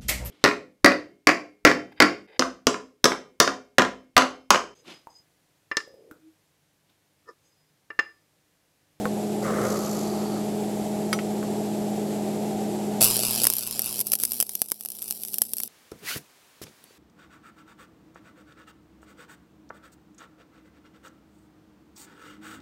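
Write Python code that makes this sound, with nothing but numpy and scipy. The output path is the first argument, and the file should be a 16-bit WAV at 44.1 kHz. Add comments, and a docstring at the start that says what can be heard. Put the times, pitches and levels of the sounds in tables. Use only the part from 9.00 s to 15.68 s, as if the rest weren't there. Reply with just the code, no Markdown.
"""Stick welding outdoors

Over gravel, a welder's fan and transformer hum as sums of sines in coloured noise. The worker's gear clacks,
and something drags and ticks as the worker leans in: stick-slip friction noise and damped steel modes.
The arc is struck at 4 s: noise and spits surging on every half cycle of the mains. Molten drops short it
and pop as filtered impulses with noisy tails. Gain control pushes the hum down under the loud weld."""
import sys
import numpy as np
from scipy import signal
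from scipy.fft import rfft, irfft
from scipy.io import wavfile
from scipy.ndimage import uniform_filter1d, map_coordinates

SR = 44100
rng = np.random.default_rng(int(sys.argv[2]) if len(sys.argv) > 2 else 0)


def output_pcm(signal):
    """Save a mono or channel-first signal as 16-bit PCM at the path in sys.argv[1].

    Samples are clipped to [-1, 1] before scaling.
    """
    pcm = np.clip(np.atleast_2d(signal).T, -1, 1) * 32767
    wavfile.write(sys.argv[1], SR, np.round(pcm).astype(np.int16))


N = 294588
TIME = np.arange(N) / SR
PULSE_HZ = 120  # half cycles of the mains per second

# The burning arc, long at first and then held short.
# Each row: time in seconds, relative strength in dB, shortness from 0 to 1.
ARC_COURSE = [(4.15, -18, 0), (4.42, -17, 0), (4.57, -10.5, 0.57), (4.75, -16, 0.02), (4.9, -13.2, 0.24),
              (5.1, -14, 0.83), (5.3, -9, 0.71), (5.5, -11.5, 0.83), (5.95, -14, 0.75), (6.1, -11, 0.68),
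              (6.3, -14.5, 1), (6.68, -13.5, 0.93)]
# Molten drops shorting the arc. Each row: time in seconds, relative level in dB,
# energy share of sharp crack against sputter from 0 to 1, level of the thud against the pop in dB.
DROPS = [(4.026, -14.5, 0.07, -25), (4.0356, -12.5, 0.23, -23), (4.0433, -8.5, 0.17, -22),
         (4.0495, -12.0, 0.85, -25), (4.0658, -16.0, 0.7, -22), (4.0837, -17.0, 0.7, -22),
         (4.1033, -16.5, 0.7, -22), (4.1102, -17.5, 0.63, -25), (4.143, -17.0, 0.2, -25),
         (4.1675, -11.0, 0.6, -20), (4.2014, -14.0, 0.41, -22), (4.2676, -15.5, 0.51, -22),
         (4.3097, -13.5, 0.52, -21), (4.3505, -15.5, 0.7, -22), (4.4246, -18.5, 0.7, -22),
         (4.4353, -6.5, 0.03, -18), (4.4426, -2.5, 0.8, -19), (4.4527, -5.5, 0.85, -11),
         (4.4696, 4.5, 0.66, -15), (4.5012, 2.0, 0.72, -19), (4.5367, 0.0, 0.62, -21),
         (4.5538, -7.0, 0.57, -20), (4.5675, -2.5, 0.4, -26), (4.584, -4.5, 0.42, -18),
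         (4.6673, -8.5, 0.14, -19), (4.674, -7.5, 0.7, -22), (4.7105, -6.5, 0.85, -18),
         (4.7934, -1.0, 0.76, -15), (4.8191, -5.0, 0.4, -21), (4.8432, -8.5, 0.44, -21),
         (4.86, -7.0, 0.55, -22), (4.9269, -10.5, 0.7, -22), (4.9922, -6.0, 0.57, -22),
         (5.004, -5.0, 0.73, -18), (5.0122, -2.5, 0.74, -19), (5.069, -4.5, 0.22, -19),
         (5.119, 0.5, 0.3, -18), (5.128, -10.5, 0.45, -22), (5.133, -1.5, 0.27, -13),
         (5.136, 4.0, 0.71, -14), (5.154, 1.0, 0.75, -20), (5.1884, -8.5, 0.85, -20),
         (5.2002, -3.0, 0.25, -18), (5.2298, -7.5, 0.7, -22), (5.2362, 6.0, 0.85, -16),
         (5.252, 6.5, 0.52, -29), (5.3194, 3.5, 0.74, -19), (5.3343, -1.5, 0.7, -22),
         (5.4022, 11.5, 0.67, -18), (5.4104, 7.0, 0.85, -23), (5.4264, 9.0, 0.85, -14),
         (5.4934, 3.0, 0.76, -17), (5.553, 7.5, 0.54, -20), (5.6181, 12.5, 0.85, -15),
         (5.6865, -4.5, 0.74, -22), (5.7008, -4.0, 0.35, -22), (5.7129, -7.0, 0.7, -22),
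         (5.7183, 12.5, 0.85, -12), (5.8092, 0.5, 0.85, -21), (5.8356, -7.0, 0.52, -22),
         (5.8503, 0.0, 0.4, -15), (5.859, 3.0, 0.7, -18), (5.887, -0.5, 0.85, -23), (5.903, -1.0, 0.8, -22),
         (5.9185, -2.5, 0, -23), (5.9518, -9.0, 0.37, -23), (5.9874, -5.0, 0.7, -22),
         (6.0204, -1.5, 0.7, -23), (6.026, -2.5, 0.85, -18), (6.08, -6.5, 0.44, -22),
         (6.0878, -9.0, 0.5, -22), (6.1032, -7.0, 0.5, -22), (6.1092, 6.5, 0.85, -20),
         (6.1245, -1.5, 0.8, -22), (6.2351, 0.0, 0.54, -24), (6.2504, -3.0, 0.72, -21),
         (6.2842, -7.5, 0.65, -18), (6.334, -5.0, 0.04, -22), (6.3424, 2.5, 0.79, -22),
         (6.3844, 3.0, 0.8, -20), (6.4187, 12.5, 0.82, -18), (6.4366, -9.0, 0.5, -22),
         (6.4522, -9.0, 0.5, -22), (6.5353, 6.5, 0.8, -23), (6.5683, 0.5, 0.09, -24),
         (6.5837, 1.0, 0.7, -25), (6.6011, 0.0, 0.7, -15), (6.603, 0.0, 0.5, -13), (6.6345, 4.0, 0.76, -22)]
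# Spectra of a pop's bright snap and dull thud. Each row: frequency in Hz, relative level in dB per Hz.
SNAP_SPECTRUM = [(500, -28), (1900, -12), (2800, -10.5), (4200, -10.5), (5100, -2.5), (5900, -4),
                 (6800, -9), (7900, -2.5), (9800, 2.5), (10900, 3), (11600, 8.5), (12700, 2.5), (13300, 1),
                 (16500, -10), (19000, -30)]
THUD_SPECTRUM = [(40, -15), (200, 3), (600, 2), (1400, 0), (2200, 2), (3000, -12), (4000, -23), (9000, -44)]


def amp(db):
    """Level as an amplitude ratio: 20 dB is a factor of ten."""
    return 10 ** (np.asarray(db) / 20)


def evened(x):
    """Normalization to unit rms."""
    return x / np.sqrt(np.mean(x ** 2) + 1e-20)


def curve(rows, axis=1):
    """Linear interpolation of one table column in time."""
    return np.interp(TIME, np.array(rows)[:, 0], np.array(rows)[:, axis])


def add(mix, s, sound):
    """Superposition of a sound on the mix, from s seconds on."""
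    part = mix[round(s * SR):][:len(sound)]
    part += sound[:len(part)]


def decay(t, t60):
    """Exponential damping: the amplitude falls by 60 dB in t60 seconds."""
    return np.exp(-np.log(1000) * t / t60)


def colour(x, points, size=4096):
    """Minimum-phase filtering: a causal response of unit energy with the given spectrum."""
    f, db = np.transpose(points)
    log_hz = np.log(abs(np.fft.fftfreq(size, 1 / SR)) + 1)
    log_gain = np.log(amp(np.interp(log_hz, np.log(f), db)))
    # the Hilbert transform of the log gain gives the phase
    spectrum = np.exp(np.conj(signal.hilbert(log_gain)))
    taps = np.fft.ifft(spectrum).real[:size // 2]
    return signal.oaconvolve(x, taps / np.linalg.norm(taps))[:N]


def drift(hz):
    """Low-pass noise: slow random variation of unit rms, up to about the given rate."""
    rolloff = (1 + (np.fft.rfftfreq(N, 1 / SR) / hz) ** 2) ** 2
    return evened(irfft(rfft(rng.standard_normal(N)) / rolloff, N))


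def machine(fan_hz=52.28, waver=0.1213, flutter_db=0.3938, line_wander=0.212, air_db=-33):
    """Intermodulation: fan orders and their beats with the transformer, in a steady rush of air."""
    # Hum lines at sums of fan and mains rates.
    # Each row: multiple of fan speed, multiple of mains pulse rate, mean level in dB.
    hum_lines = [(1, 0, -77.5), (3, 0, -44.5), (4, 0, -30.5), (7, 0, -43.5), (8, 0, -39), (12, 0, -44),
                 (16, 0, -51.5), (1, 1, -48), (2, 1, -48), (3, 1, -51.5), (4, 1, -42.5), (5, 1, -54.5),
                 (1, 2, -45.5), (1, 6, -52.5)]
    # Spectrum of air rushing through the case. Each row: frequency in Hz, relative level in dB per Hz.
    air_spectrum = [(20, -29), (60, -15), (115, -13), (215, -1), (255, -6.5), (385, 4.5), (520, -4.5),
                    (780, -0.5), (1050, -19), (1500, -22.5), (6500, -25), (7500, -20), (9300, -28),
                    (11700, -23.5), (14000, -37.5), (17000, -48.5)]
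    # phases in radians
    fan = 2 * np.pi * fan_hz * TIME + waver * drift(0.97)
    mains = 2 * np.pi * PULSE_HZ * TIME
    hum = np.zeros(N)
    for fan_order, mains_order, db in hum_lines:
        level = amp(db + flutter_db * drift(27))
        phase = round(fan_order) * fan + round(mains_order) * mains
        phase = phase + line_wander * drift(4.66) + 2 * np.pi * rng.random()
        hum += level * np.sqrt(2) * np.sin(phase)
    return hum + amp(air_db + .5 * drift(25.3)) * colour(rng.standard_normal(N), air_spectrum)


def transformer(strength, idle_db=-47.5, unsteady_db=2.0, full_db=-20):
    """Core vibration at the mains pulse rate: a hum when idle, a growl and overtones under welding current."""
    # Growl at full current. Each row: time in seconds, level in dB at the mains pulse rate,
    # level in dB of its octave.
    growl = [(4.2, -36, -45.5), (4.41, -38.5, -33), (4.5, -39, -44), (4.77, -37, -32.5), (4.9, -41, -44),
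             (5.17, -41.5, -43.5), (5.24, -40, -27.5), (5.41, -41, -28), (5.46, -49, -44), (6.36, -46, -40),
             (6.42, -45, -30.5), (6.68, -45.5, -31)]
    # Steady overtones at full current. Each row: multiple of mains pulse rate, level in dB.
    load_lines = [(3, -51), (4, -45), (6, -50.5)]
    current = np.minimum(strength / amp(full_db), 1) * amp(unsteady_db * drift(43))
    mains = 2 * np.pi * PULSE_HZ * TIME
    overtones = np.zeros(N)
    for order, db in [(2, curve(growl, axis=2)), *load_lines]:
        overtones += amp(db) * np.sin(round(order) * mains + 2 * np.pi * rng.random())
    ground = (amp(idle_db) + current * amp(curve(growl))) * np.sin(mains)
    return np.sqrt(2) * (ground + current * overtones)


def clacks(tick_s=.002):
    """Impact excitation of the worker's gear: a short contact tick and a hollow, quickly damped ring."""
    # Hollow clacks. Each row: time in seconds, relative level in dB, contact tick in dB relative to that.
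    gear_clacks = [(0.0552, -24.5, -11), (2.4288, -37.5, -18)]
    # Modes of the gear. Each row: frequency in Hz, relative level in dB, 60 dB decay time in seconds.
    gear_modes = [(495, 2, .11), (1098, -4, .1), (1290, 0, .025), (1400, 2, .02), (1510, -1, .03),
                  (1771, -12, .05), (2250, -17, .025), (3500, -20, .015), (4221, -26, .06)]
    out, t = np.zeros(N), np.arange(SR // 5) / SR
    ring = sum(amp(db) * decay(t, t60) * np.sin(2 * np.pi * hz * t) for hz, db, t60 in gear_modes)
    for s, db, tick_db in gear_clacks:
        tick = amp(tick_db) * rng.standard_normal(len(t)) * np.exp(-t / tick_s)
        add(out, s, amp(db) * (ring + tick))
    return out


def stroke(rows):
    """Amplitude envelope: strokes rise linearly, hold and die away exponentially."""
    envelope = np.zeros(N)
    for start, attack, hold, release, db in rows:
        fall_db = 60 * np.maximum(TIME - start - attack - hold, 0) / release
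        envelope += amp(db - fall_db) * np.clip((TIME - start) / attack, 0, 1)
    return envelope


def drag(chatter_hz=56, chatter_db=5, grain_db=2.0, scrape_grain_db=2.0, scuff_chatter_db=1.0):
    """Stick-slip friction: grainy noise whose bright scrape chatters most."""
    # Overlapping strokes: a dull scuff, a rasp as it starts, a chattering scrape and a thin hiss.
    # Each row: start in seconds, attack in seconds, hold in seconds, release to -60 dB in seconds, level in dB.
    scuff_strokes = [(0.404, 0.0603, 0.195, 1.4138, -28.5), (1.17, 0.188, 0.037, 0.02, -44)]
    rasp_strokes = [(.42, .04, .19, .5, -42.5)]
    scrape_strokes = [(.415, 0.0182, .005, 0.103, -43.5), (.56, 0.126, 0.283, 1, -41)]
    hiss_strokes = [(.62, 0.134, 0.58, 0.63, -44)]
    # Spectra of the same four. Each row: frequency in Hz, relative level in dB per Hz.
    scuff_spectrum = [(40, -24), (120, 2.5), (300, -0.5), (540, 7.5), (850, -16), (1220, 2), (1600, -13),
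                      (2050, -17), (2600, -27.5), (8000, -22.5), (16000, -40.5)]
    rasp_spectrum = [(700, -30), (1250, -2), (1600, 0), (2100, -1), (2500, -19), (8000, -35)]
    scrape_spectrum = [(1500, -22.5), (3700, -12), (4600, -5.5), (6100, 1), (7400, 2), (8500, -17.5),
                       (9700, -9.5), (11900, -0.5), (13500, -16), (17000, -39.5)]
    hiss_spectrum = [(600, -3.5), (1250, 5.5), (1650, -24), (3700, -13.5), (4500, 1), (5500, -11.5),
                     (12000, -18.5), (17000, -42.5)]

    def grains(grain_level_db):
        return evened(rng.standard_normal(N) * amp(grain_level_db))

    slips = np.cos(2 * np.pi * np.cumsum(chatter_hz * (1 + 0.137 * drift(14.0))) / SR)
    scuff = grains(scuff_chatter_db * slips + grain_db * drift(116))
    rasp = grains(grain_db * drift(116))
    scrape = grains(chatter_db * slips + scrape_grain_db * drift(300))
    hiss = grains(grain_db * drift(110))
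    return (colour(scuff * stroke(scuff_strokes), scuff_spectrum)
            + colour(rasp * stroke(rasp_strokes), rasp_spectrum)
            + colour(scrape * stroke(scrape_strokes), scrape_spectrum)
            + colour(hiss * stroke(hiss_strokes), hiss_spectrum))


def knocks(tick_db=-3, tick_s=0.00975):
    """Modal excitation: a short rattle of contact and the ring of steel, coloured by where each knock lands."""
    # Small knocks and catches of the rod on steel. Each row: time in seconds, relative level in dB,
    # pitch that rings most in Hz, fall away from it in dB per octave, strength of the ring in dB.
    rod_knocks = [(0.428, -28.5, 4400, 7.5, -6.5), (0.582, -15.5, 1220, 19.5, -7),
                  (0.651, -19.5, 1210, 20, -8.5), (0.74, -22, 1240, 23.5, -9.5),
                  (1.36, -25, 1270, 22, -8.5), (2.129, -8, 2930, 7, -1), (2.1893, -14, 2500, 14.5, -4)]
    # Modes of the steel. 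Each row: frequency in Hz, relative level in dB, 60 dB decay time in seconds.
    steel_modes = [(514, 1.5, 0.088), (1100, -8.5, 0.107), (1300, 2.5, 0.073), (1465, -1, 0.043),
                   (1928, -4.5, 0.0344), (2202, -4.5, 0.04), (3145, -12, 0.0594), (4450, -9, 0.029),
                   (4895, -1.5, 0.0374), (5880, -8.5, 0.134), (8210, -2.5, 0.037), (8970, -9, 0.12),
                   (9835, -15, 0.128), (10600, 3, 0.0164), (11390, 1.5, 0.018)]
    out, t = np.zeros(N), np.arange(SR // 4) / SR
    hz_axis = np.fft.rfftfreq(len(t), 1 / SR) + 1
    for s, db, centre_hz, fall_db, ring_db in rod_knocks:
        ring = sum(amp(mode_db) * decay(t, t60) * np.sin(2 * np.pi * (hz * t + rng.random()))
                   for hz, mode_db, t60 in steel_modes)
        tick = amp(tick_db) * rng.standard_normal(len(t)) * np.exp(-t / tick_s)
        tilt = amp(-fall_db * abs(np.log2(hz_axis / centre_hz)))
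        blow = irfft(rfft(amp(ring_db) * ring + tick) * tilt, len(t))
        add(out, s, amp(db) * blow[:len(t) // 2] / 2)
    return out


def burning(strike_s=4.003, catch_s=0.0122, flare_db=2.5, flare_s=0.05, unsteady_db=.5, unsteady_hz=25):
    """Amplitude modulation: the arc catches, flares, wavers with the hand and now and then falters or goes out."""
    # Moments of faltering. Each row: start in seconds, length in seconds, level change in dB.
    outages = [(5.023, 0.027, -14.5), (5.05, .01, -7), (5.078, .034, -5), (5.164, 0.023, -13),
               (5.44, .048, -3), (5.873, .04, -5), (6.393, .018, -7)]
    age = np.maximum(TIME - strike_s, 0)
    flare = flare_db * age / flare_s * np.exp(1 - age / flare_s)
    steps_db = sum(db * ((TIME > s) & (TIME < s + length)) for s, length, db in outages) * 1.
    out_db = uniform_filter1d(steps_db, size=256)  # softens the edges
    level_db = curve(ARC_COURSE) + flare + out_db + unsteady_db * drift(unsteady_hz)
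    return np.minimum(age / catch_s, 1) * amp(level_db)


def quench(depth_db=-3, short_s=0.0048):
    """Short-circuiting: just before it bursts, a drop bridges the gap and the arc falters."""
    bridged = sum(np.exp(-((TIME - s + short_s / 2) / (short_s / 2)) ** 2) for s, *_ in DROPS)
    return amp(depth_db * np.minimum(bridged, 1))


def wandering_delay(x):
    """Delay modulation: a slight random delay softens the arc's narrow resonances."""
    slide = .006 * drift(50)
    # a leaky sum of the slide gives the lead in samples
    lead = signal.lfilter([1], [1, -np.exp(-2 * np.pi * 20 / SR)], slide)
    return map_coordinates(x, [np.arange(N) + lead], order=5)


def arc(strength, short, peak_turn=0.18, pulse_db=4.9, point_db=0.87, long_luck_db=1.5, short_luck_db=2.3,
        long_spits_per_s=2400, short_spits_per_s=750, spit_spread_db=2.5, hiss_db=-5):
    """Current-modulated noise: hiss and tiny spits surge each half cycle, evenly if long, fitfully if short."""
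    # Spectra of the arc while long and flaring, and once held short.
    # Each row: frequency in Hz, relative level in dB per Hz.
    long_spectrum = [(100, -12.5), (600, -6.5), (1400, -13), (1950, -22.5), (2600, -5.5), (3570, -9.5),
                     (5030, -1), (6760, -11), (7840, -.5), (8640, -10), (9660, 0), (11200, -1.3),
                     (14300, -9), (17000, -24), (19000, -40.5)]
    short_spectrum = [(100, -14), (900, -29), (2100, -23.5), (2900, -14.5), (3440, -12), (5030, -4),
                      (5900, -2.5), (6800, -16), (7850, 1), (8700, -5), (9500, 5), (10100, 6), (10700, -4),
                      (11300, 8), (12500, 7), (13200, -5), (14000, -1.5), (16800, -8), (19000, -45)]
    turns = PULSE_HZ * TIME - peak_turn
    # one random level for each half cycle
    luck = np.clip(rng.standard_normal(N), -2, 2)[np.round(turns).astype(int)]
    luck_db = luck * (long_luck_db + short * (short_luck_db - long_luck_db))
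    swing_db = pulse_db * np.cos(2 * np.pi * turns) + point_db * np.cos(2 * np.pi * 2 * turns)
    surge = evened(amp(swing_db + luck_db))
    rate = long_spits_per_s + short * (short_spits_per_s - long_spits_per_s)
    sizes = amp(spit_spread_db * np.minimum(rng.exponential(1, N), 4))
    spits = (rng.random(N) < rate / SR) * sizes / np.sqrt(rate)
    spits = evened(spits * rng.choice([-1, 1], N))
    fizz = evened(surge * (spits + amp(hiss_db) * rng.standard_normal(N)))
    fizz = fizz * strength * quench()
    return wandering_delay(colour(fizz * (1 - short), long_spectrum) + colour(fizz * short, short_spectrum))


def pops(snap_db=.5, thud_db=0, sputter_s=0.00199, bounce_s=.00046, bounce_spread=.06, bounce=.35):
    """Impulsive radiation and reflection: a drop bursts in a crack and thud, with brief sputter.
    The crack bounces off the gravel below, a little differently each time, which varies its colour."""
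    snap, thud, t = np.zeros(N), np.zeros(N), np.arange(SR // 100) / SR
    unit = np.sqrt(.005 * SR)  # energy of unit rms over 5 ms
    impulse = t == 0
    for s, db, share, low_db in DROPS:
        share = np.clip(share, 0, 1)
        sputter = rng.standard_normal(len(t)) * np.exp(-t / sputter_s) * (t > 0)
        spray = np.sqrt(1 - share) * sputter / np.linalg.norm(sputter)
        lag = round(bounce_s * SR * (1 + bounce_spread * rng.uniform(-1, 1)))
        crack = impulse - bounce * rng.uniform(.4, 1.6) * np.roll(impulse, lag)
        crack = np.sqrt(share) * crack / np.linalg.norm(crack)
        add(snap, s, unit * amp(db + snap_db) * (crack + spray))
        add(thud, s, unit * amp(db + thud_db + low_db) * (np.sqrt(share) * impulse + spray))
    return colour(snap, SNAP_SPECTRUM) + colour(thud, THUD_SPECTRUM)


def spatter(strength, per_s=30, level_db=-10.0, spread_db=2.0, thud_db=-17):
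    """Random point process: smaller droplets snap by chance, mostly while the current peaks."""
    chance = per_s / SR * (1 + np.cos(2 * np.pi * (PULSE_HZ * TIME - .2)))
    sizes = amp(level_db + spread_db * np.minimum(rng.exponential(1, N), 3)) * np.sqrt(SR / PULSE_HZ)
    drops = (rng.random(N) < chance) * sizes * strength
    return colour(drops, SNAP_SPECTRUM) + amp(thud_db) * colour(drops, THUD_SPECTRUM)


def echoes(x, t60, wet_db, shift_hz=3, size=8000):
    """Diffuse scattering: a dense spray of dying reflections, which shifts as the rod and the worker move."""
    t, turn = np.arange(size) / SR, 2 * np.pi * shift_hz * TIME
    taps = rng.standard_normal((3, size)) * decay(t, t60) * (t > .0005)
    paths = signal.oaconvolve(x[None], taps / np.linalg.norm(taps), axes=1)[:, :N]
    # three sets of reflections take turns
    offsets = np.arange(len(paths))[:, None] * np.pi / len(paths)
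    shares = np.sqrt(2) * np.cos(turn + offsets)
    return x + amp(wet_db) * (paths * shares).sum(0)


def scene():
    """Early scattering: steel frame and gravel return the weld at once, the open yard very little."""
    strength, short = burning(), np.clip(curve(ARC_COURSE, axis=2), 0, 1)
    crackle = echoes(arc(strength, short), t60=.011, wet_db=-7, shift_hz=5)
    bursts = echoes(pops() + spatter(strength), t60=.016, wet_db=-9, shift_hz=4)
    weld = echoes(crackle + bursts + knocks() + clacks(), t60=.15, wet_db=-29)
    return (weld + machine() + transformer(strength) + drag())[None]


def gain_control(x, limit=0.178, attack=230, hold_s=0.0352, recover_db=18.0, size=64):
    """Feedback compression: output peaks over the limit wind the gain down; it creeps back in dB per second."""
    step, held, duck_db, ducks = size / SR, 0, 0, []
    for peak in abs(x[:N // size * size]).reshape(-1, size).max(1):
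        held = max(min(peak * amp(-duck_db), 1), held * np.exp(-step / hold_s))
        # attack: dB per second for each unit of excess
        duck_db = max(0, duck_db + step * (attack * max(held - limit, 0) - recover_db))
        ducks.append(duck_db)
    return x * amp(-np.interp(TIME, np.arange(len(ducks)) * step, ducks))


def record(dry, edge_hz=17200):
    """Compression, clipping of peaks beyond full scale, and low-pass band limiting."""
    out = np.clip(gain_control(dry[0]), -1, 1)
    low_pass = signal.firwin(511, edge_hz, window=("kaiser", 9), fs=SR)
    return signal.oaconvolve(out, low_pass, "same")[None]


dry = scene()
out = record(dry)
output_pcm(out)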